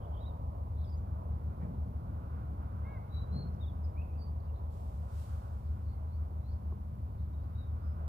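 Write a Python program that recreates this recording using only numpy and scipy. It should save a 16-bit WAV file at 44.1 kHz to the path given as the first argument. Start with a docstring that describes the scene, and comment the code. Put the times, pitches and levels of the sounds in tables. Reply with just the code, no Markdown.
"""Far boat engines drone on a calm tidal inlet at dawn; the two loudest beat six times a second.
Under them lie a low outdoor rumble and a wash of far noise. Small birds whistle, buzz and chip,
and the bank echoes the whistles; a gull and a wader each call once. Two dull thuds roll across
the water. Close by, a soft hiss swells and fades, and there is one light knock."""
import sys
import numpy as np
from scipy import signal
from scipy.fft import rfft, irfft, next_fast_len
from scipy.io import wavfile
from scipy.ndimage import map_coordinates

SR = 44100
rng = np.random.default_rng(int(sys.argv[2]) if len(sys.argv) > 2 else 0)


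def persist_wave(psi):
    """Save psi, clipped to +-1, as 16-bit WAV."""
    counts = np.round(np.clip(psi, -1, 1) * 32767).astype(np.int16)
    wavfile.write(sys.argv[1], SR, np.atleast_2d(counts).T)


N = 356328
TIME = np.arange(N) / SR
FAR_LAG_S, BIRD_LAG_S = 0.00049, 0.00006  # left channel behind right

# Stereo balance of engines and noise. Each row: frequency in Hz, left minus right in dB.
BALANCE_DB = [(60, 0.5), (110, 1.5), (200, 1), (380, -1), (690, -2.0), (1280, -5), (2360, 1), (4350, -2),
              (8020, 0), (14800, 1)]


def amp(db):
    """Decibels to gain."""
    return 10 ** (np.asarray(db) / 20)


def unit(x):
    """Scale to rms 1."""
    return x / np.sqrt(np.mean(x ** 2) + 1e-20)


def along(points, hz):
    """Interpolate (Hz, value) points on a log frequency axis."""
    point_hz, values = np.transpose(points)
    return np.interp(np.log(hz + 1), np.log(point_hz + 1), values)


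def curve(points):
    """Interpolate (s, value) points at every sample."""
    return np.interp(TIME, *np.transpose(points))


def wobble(rate_hz, size=N):
    """Smooth random curve with rate_hz knots a second."""
    knots = rng.standard_normal(int(size * rate_hz / SR) + 4)
    return map_coordinates(knots, [np.arange(size) * rate_hz / SR])


def swells(rows):
    """Summed gain of events that rise linearly and decay exponentially."""
    gain = 0
    for start_s, db, rise_s, t60_s in rows:
        age_s = np.maximum(TIME - start_s, 0)
        decay_db = 60 * np.maximum(age_s - rise_s, 0) / t60_s
        gain = gain + np.minimum(age_s / rise_s, 1) * amp(db - decay_db)
    return gain


def add(track, start_s, sound):
    """Mix a sound in at start_s, no earlier than 0."""
    part = track[..., max(round(start_s * SR), 0):][..., :sound.shape[-1]]
    part += sound[..., :part.shape[-1]]


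def filtered(x, response):
    """Apply a frequency response, given as a function of Hz."""
    size = next_fast_len(N + SR // 2)
    return irfft(rfft(x, size) * response(np.fft.rfftfreq(size, 1 / SR)), size)[..., :N]


def panned(db):
    """Constant-power stereo gains for left minus right in dB."""
    gains = amp(np.array([np.atleast_1d(db), -np.atleast_1d(db)]) / 2)
    return gains / np.sqrt(np.mean(gains ** 2, axis=0))


def lag_response(hz, lag_s):
    """Stereo phase factors that put left lag_s behind right."""
    return np.exp(np.array([[-1j], [1j]]) * np.pi * hz * lag_s)


def placed(x, lag_s):
    """Apply the stereo balance and a left-channel lag."""
    return filtered(x, lambda hz: panned(along(BALANCE_DB, hz)) * lag_response(hz, lag_s))


def air_noise(spectrum, lag_s=FAR_LAG_S):
    """Stereo noise of rms 1 from (Hz, relative dB) points: coherent bass, diffuse treble."""
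    # Each row: frequency in Hz, left-right correlation.
    correlation = [(80, 1), (170, 0.98), (320, 0.75), (800, 0.83), (1200, 0.63), (1600, 0.67), (2500, 0),
                   (10000, 0.008)]

    def mid_side(hz):
        angle = np.arccos(np.clip(along(correlation, hz), -1, 1)) / 2
        return amp(along(spectrum, hz)) * [np.cos(angle), np.sin(angle)]
    mid, side = filtered(rng.standard_normal((2, N)), mid_side)
    return unit(placed(np.array([mid + side, mid - side]), lag_s))


def ambience(deep_db=-47.5, hiss_db=-76):
    """Deep rumble and a wash of far noise whose upper edge comes and goes, over a thin hiss."""
    # Band spectra. Each row: frequency in Hz, relative density in dB.
    deep_spectrum = [(20, -27), (32, -6), (45, 1.5), (70, 7.5), (100, 4), (125, -4.5), (170, -22.5),
                     (300, -53.5)]
    rumble_spectrum = [(40, -23), (80, -7), (115, 0), (150, -2), (200, -7.5), (280, -13.5), (400, -21),
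                       (700, -33), (1500, -73)]
    wash_spectrum = [(150, -32), (330, -8.5), (500, -2), (620, 0), (800, -1.5), (1030, -2), (1300, -16),
                     (1550, -33.5), (1850, -37), (3000, -70.5)]
    edge_spectrum = [(700, -32), (1080, 1.5), (1300, 0.5), (1480, -2.5), (1620, -10), (1800, -18.5),
                     (2400, -21), (3200, -29.5), (5000, -39), (9000, -61.5)]
    hiss_spectrum = [(500, 1), (2100, 10.5), (3200, 4.5), (4400, 2.5), (6000, -4), (8500, -31), (10000, 0),
                     (12000, 3), (15000, 3.5)]
    # Slow band drift. Each row: time in seconds, relative level in dB.
    rumble_drift = [(0.0, -53.5), (0.49, -54), (0.61, -56), (1.75, -50.5), (3.13, -54), (3.35, -52),
                    (5.15, -57.5), (8.08, -54.5)]
    wash_drift = [(0.0, -56.5), (0.79, -60.5), (3.56, -60.5), (3.69, -62), (4.66, -61), (4.93, -61.5),
                  (5.36, -63), (6.08, -63), (7.04, -64.5), (8.08, -62)]
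    edge_drift = [(0.0, -74.5), (0.67, -81.5), (0.97, -77), (1.89, -74), (2.27, -70), (3.42, -70.5),
                  (4.12, -76.5), (4.99, -77.5), (5.2, -70.5), (5.83, -74), (6.1, -77.5), (7.0, -77),
                  (8.08, -70)]
    deep = amp(deep_db + 0.21 * wobble(4.8)) * air_noise(deep_spectrum)
    rumble = amp(curve(rumble_drift) + 4.5 + 0.63 * wobble(5)) * air_noise(rumble_spectrum)
    wash = amp(curve(wash_drift) + 5.0 + 0.97 * wobble(9)) * air_noise(wash_spectrum)
    edge = amp(curve(edge_drift) + 5.5 + 1.7 * wobble(13)) * air_noise(edge_spectrum)
    hiss = amp(hiss_db) * air_noise(hiss_spectrum, lag_s=0)
    return deep + rumble + wash + edge + hiss


def swish():
    """A soft, bright hiss nearby swells twice and fades."""
    # Each row: start in seconds, level in dB, rise and t60 in seconds.
    strokes = [(4.692, -73, .04, 5.2), (5.07, -67, 0.14, 1.1)]
    spectrum = [(600, -17.0), (1800, 0.5), (3000, 4.5), (5000, 3.5), (6300, 1.0), (7800, 4.0),
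                (10000, 0.0), (15000, -2.0)]
    return swells(strokes) * air_noise(spectrum, lag_s=0)


def knock(start_s=6.7215, attack_s=0.002):
    """A light, hollow tap nearby rings a few well-damped modes."""
    # Each row: frequency in Hz, level in dB, t60 in seconds.
    modes = [(360, -39, .04), (560, -52, .025), (790, -47, .03), (1070, -47.5, .04), (1720, -68, .025)]
    age_s = np.maximum(TIME - start_s, 0)
    ring = sum(amp(db - 60 * age_s / t60_s) * np.sin(2 * np.pi * hz * age_s) for hz, db, t60_s in modes)
    return panned(0) * (1 - np.exp(-age_s / attack_s)) * ring


def thuds():
    """Two far, heavy blows roll over the water; the first starts with a scuff."""
    # Each row: start in seconds, level in dB, rise and t60 in seconds.
    blows = [(1.605, -38.5, 0.04, 0.53), (3.28, -38.5, 0.083, 0.84)]
    scuffs = [(1.595, -54.5, 0.035, 0.24)]
    # Each row: frequency in Hz, relative density in dB.
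    blow_spectrum = [(40, -30.5), (90, -23), (145, 6), (195, -3), (300, -20.5), (450, -17.5), (900, -28),
                     (1500, -43.5), (4000, -72)]
    scuff_spectrum = [(200, -13), (400, 9), (1000, 4.5), (1600, -7.5), (2350, -6.0), (2600, -22),
                      (9000, -42), (14000, -56)]
    scuff = swells(scuffs) * air_noise(scuff_spectrum)
    return swells(blows) * air_noise(blow_spectrum) + scuff


def shore(x, tail_db):
    """The shore adds a diffuse tail whose treble dies first."""
    # Each row: frequency in Hz, t60 in seconds.
    decay = [(1000, 0.72), (2500, 0.7), (4000, 0.4), (9000, 0.15)]
    hz, age_s, noise = signal.stft(rng.standard_normal((2, SR)), SR, nperseg=256)
    tail = signal.istft(noise * amp(-60 * age_s / along(decay, hz)[:, None]), SR, nperseg=256)[1]
    wet = signal.fftconvolve(x, tail / np.linalg.norm(tail[0]), axes=1)[:, :N]
    return x + amp(tail_db) * wet


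def glide(length_s, pitches_hz):
    """Polynomial pitch contour through evenly spaced points."""
    contour = np.polyfit(np.linspace(0, 1, len(pitches_hz)), pitches_hz, len(pitches_hz) - 1)
    return np.polyval(contour, np.linspace(0, 1, int(length_s * SR)))


def note(length_s, pitches_hz, db, rasp, peak=0.55, trill=0, level_jitter_db=2.5):
    """A sine bird note with slight random level and pitch roughness."""
    # rasp and trill are shares of the pitch, peak is a share of the length.
    rasp_hz, trill_hz, level_jitter_hz = 900, 36.2, 170
    pitch_hz = glide(length_s, pitches_hz)
    size = len(pitch_hz)
    pitch_hz *= 1 + rasp * wobble(rasp_hz, size) + trill * np.sin(2 * np.pi * trill_hz * TIME[:size])
    skew = np.log(0.5) / np.log(peak)
    swell = unit(np.abs(np.sin(np.pi * np.linspace(0, 1, size) ** skew)) ** 0.85)
    gain = amp(db + level_jitter_db * wobble(level_jitter_hz, size))
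    return gain * swell * np.sqrt(2) * np.sin(2 * np.pi * np.cumsum(pitch_hz) / SR)


def far_birds(pan_db=-4):
    """Farther birds give trilled buzzes, rising slurs and short falling chips."""
    # Each row: start and length in seconds, pitch in Hz, rasp as a share of pitch, level in dB.
    buzzes = [(-0.01, 0.078, 3190, 0.048, -78.5), (0.113, 0.09, 3150, 0.038, -76),
              (0.752, 0.11, 3820, 0.047, -78.5), (4.533, .07, 3980, 0.042, -82.5),
              (5.63, .09, 4500, .12, -88), (5.844, 0.11, 4330, 0.043, -82), (6.5, .05, 4600, .09, -80),
              (7.164, .07, 3950, 0.066, -86), (7.41, .06, 4350, .05, -89)]
    # Each row: start and length in seconds, nominal pitch in Hz, level in dB.
    slurs = [(6.062, .118, 4320, -84), (6.391, 0.14, 4200, -81)]
    # Ratios to the nominal pitch at start, middle and end.
    slur_shape = [0.92, 0.97, 1.15]
    # Each row: start and length in seconds, pitch in Hz, sweep as a share of pitch, level in dB.
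    chips = [(0.831, 0.025, 3620, -0.27, -75), (3.536, 0.0075, 5600, -0.22, -79),
             (3.545, 0.0078, 5400, -0.28, -77), (4.393, .022, 4400, -0.3, -80.5),
             (4.446, .02, 4450, -.3, -84)]
    out = np.zeros(N)
    for start_s, length_s, hz, rasp, db in buzzes:
        add(out, start_s, note(length_s, [hz, hz], db, rasp, trill=0.05))
    for start_s, length_s, hz, db in slurs:
        add(out, start_s, note(length_s, hz * np.array(slur_shape), db, rasp=0.02, peak=0.68))
    for start_s, length_s, hz, sweep, db in chips:
        add(out, start_s, note(length_s, [hz * (1 - sweep / 2), hz * (1 + sweep / 2)], db, rasp=0.04))
    return filtered(panned(pan_db) * out, lambda hz: lag_response(hz, BIRD_LAG_S))


def wader(echo_s=0.14, echo_db=-14):
    """A hoarse rising call from the mud flat returns from the far shore."""
    # Each row: start and length in seconds, nominal pitch in Hz, level in dB.
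    calls = [(3.957, .078, 2510, -66.5)]
    # Ratios to the nominal pitch from start to end.
    shape = [.83, .98, 1.02, 1.12]
    out = np.zeros(N)
    for start_s, length_s, hz, db in calls:
        call = note(length_s, hz * np.array(shape), db, rasp=0.018, peak=0.5, level_jitter_db=2.0)
        add(out, start_s, call)
        add(out, start_s + echo_s, amp(echo_db) * call)
    return panned(-1) * out


def gull(attack_s=0.02, release_s=0.012, hoarse_rad=0.22):
    """One arched, nasal cry, strongest on harmonic four; phase scatter makes it hoarse."""
    # Each row: start and length in seconds, start, middle and end pitch in Hz, pre-throat level in dB.
    cries = [(2.836, .153, 504, 553, 496, -64.5)]
    # Throat response. Each row: frequency in Hz, gain in dB.
    throat = [(550, -31), (1100, -4.5), (1650, -7), (2200, 0.5), (2750, -20.5), (3350, -40), (3900, -27),
              (4500, -40)]
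    out = np.zeros((2, N))
    for start_s, length_s, start_hz, middle_hz, end_hz, db in cries:
        pitch_hz = glide(length_s, [start_hz, middle_hz, end_hz])
        size = len(pitch_hz)
        gate = np.clip(np.minimum(TIME[:size] / attack_s, (length_s - TIME[:size]) / release_s), 0, 1)
        phase = 2 * np.pi * np.cumsum(pitch_hz * (1 + 0.0044 * wobble(300, size))) / SR
        cry = sum(amp(along(throat, k * middle_hz)) * np.sin(k * phase + hoarse_rad * wobble(350, size))
                  for k in range(1, 9))
        add(out, start_s, panned(-1) * amp(db) * gate * np.sqrt(2) * cry)
    return out


def songbirds(bank_delay_s=0.05, bank_pan_db=-4.5):
    """Nearer birds whistle, heard directly and once more off the bank."""
    # Each row: start and length in seconds, six successive pitches in Hz, peak as a share of length,
    # level in dB, left minus right in dB, echo gain in dB.
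    whistles = [ (0.165, 0.099, 2960, 3370, 3690, 3870, 3740, 3850, 0.63, -73, 11, 3),
                (0.842, 0.077, 5170, 5100, 4820, 4760, 4950, 5400, 0.45, -77.5, -9, 2.5),
                (0.97, 0.028, 6450, 6500, 6560, 6620, 6700, 6800, 0.6, -77.5, -5, -21),
                (3.08, 0.13, 3890, 3870, 3950, 3973, 3955, 3720, 0.75, -65, 17, -7),
                (3.289, 0.16, 3980, 4030, 4170, 4233, 4250, 3970, 0.7, -62.5, 3, -11.5),
                (3.596, 0.066, 3350, 3710, 3720, 3570, 3430, 3280, 0.54, -68, 15, -4),
                (3.835, 0.043, 5280, 5130, 5000, 4940, 4880, 4800, 0.5, -74.5, -12, -16),
                (4.172, 0.09, 4400, 4760, 4680, 4590, 4700, 4650, 0.62, -70, -8, -11.5),
                (4.475, .04, 2950, 2880, 2840, 2790, 2770, 2760, .5, -83.5, 0, -20),
                (5.88, 0.13, 2160, 2110, 2115, 2100, 2100, 2090, .6, -86, -3, -12),
                (7.315, .045, 3750, 3790, 3820, 3820, 3800, 3770, 0.7, -87.5, 11, -4),
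                (7.50, 0.15, 3640, 3800, 3790, 3850, 3790, 3690, 0.76, -74, 18, -12),
                (7.765, 0.165, 3860, 4400, 4940, 5100, 5120, 5170, .6, -89, -3, -6)]
    direct, echo = np.zeros((2, N)), np.zeros(N)
    for start_s, length_s, *pitches_hz, peak, db, pan_db, echo_db in whistles:
        whistle = note(length_s, pitches_hz, db, rasp=0.008, peak=peak)
        add(direct, start_s, panned(pan_db) * whistle)
        add(echo, start_s + bank_delay_s, amp(echo_db) * whistle)
    return filtered(direct, lambda hz: lag_response(hz, BIRD_LAG_S)) + panned(bank_pan_db) * echo


def engines(steady_hz=72.62, swelling_hz=78.55, steady_db=-44.0, in_step_s=0.125):
    """Far engines drone; the two loudest run at nearly one speed and beat against each other."""
    # Weaker engine tones. Each row: frequency in Hz, level in dB, phase drift in cycles.
    tones = [(56.9, -51.5, 0.032), (60.55, -55.5, 0.089), (69.7, -55.5, 0.12), (71.1, -56, 0.15),
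             (76.5, -58, .04), (83.9, -58.5, .03), (90.9, -59, .1), (101.23, -50, 0.14),
             (108.8, -61.5, .05), (113.9, -57, 0.073), (132.6, -65, .2), (146.9, -65.5, 0.2),
             (202.6, -60.5, 0.22), (238.5, -71.5, 0.23)]
    # The swelling engine. Each row: time in seconds, level in dB.
    swell = [(0, -44), (.9, -40), (1.55, -41), (2.8, -46.5), (3.9, -39), (4.5, -41), (5.3, -44),
             (6.2, -38.5), (7.25, -45), (7.8, -39.5)]

    def tone(hz, db, drift_cycles, offset_cycles, waver_db):
        cycles = hz * (TIME - in_step_s) + offset_cycles + drift_cycles * wobble(2.015)
        return np.sqrt(2) * amp(db + waver_db * wobble(1.902)) * np.sin(2 * np.pi * cycles)
    shared_cycles = rng.random()
    steady = tone(steady_hz, steady_db, 0.013, shared_cycles, waver_db=0.4)
    swelling = tone(swelling_hz, curve(swell), 0.0083, shared_cycles, waver_db=0.68)
    drone = sum(tone(hz, db, drift, rng.random(), waver_db=1.72) for hz, db, drift in tones)
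    return placed(steady + swelling + drone, FAR_LAG_S)


def scene():
    """Everything heard from the water's edge."""
    birds = shore(songbirds(), tail_db=-12.5) + shore(far_birds(), tail_db=-7)
    birds += shore(wader(), tail_db=-8) + shore(gull(), tail_db=-10.5)
    return engines() + ambience() + birds + thuds() + knock() + swish()


def record(dry, fade_s=0.004, cutoff_hz=15450):
    """Click-free fade-in and a brick-wall low-pass."""
    fade_in = np.minimum(TIME / fade_s, 1)
    return filtered(dry * fade_in, lambda hz: hz < cutoff_hz)


dry = scene()
out = record(dry)
persist_wave(out)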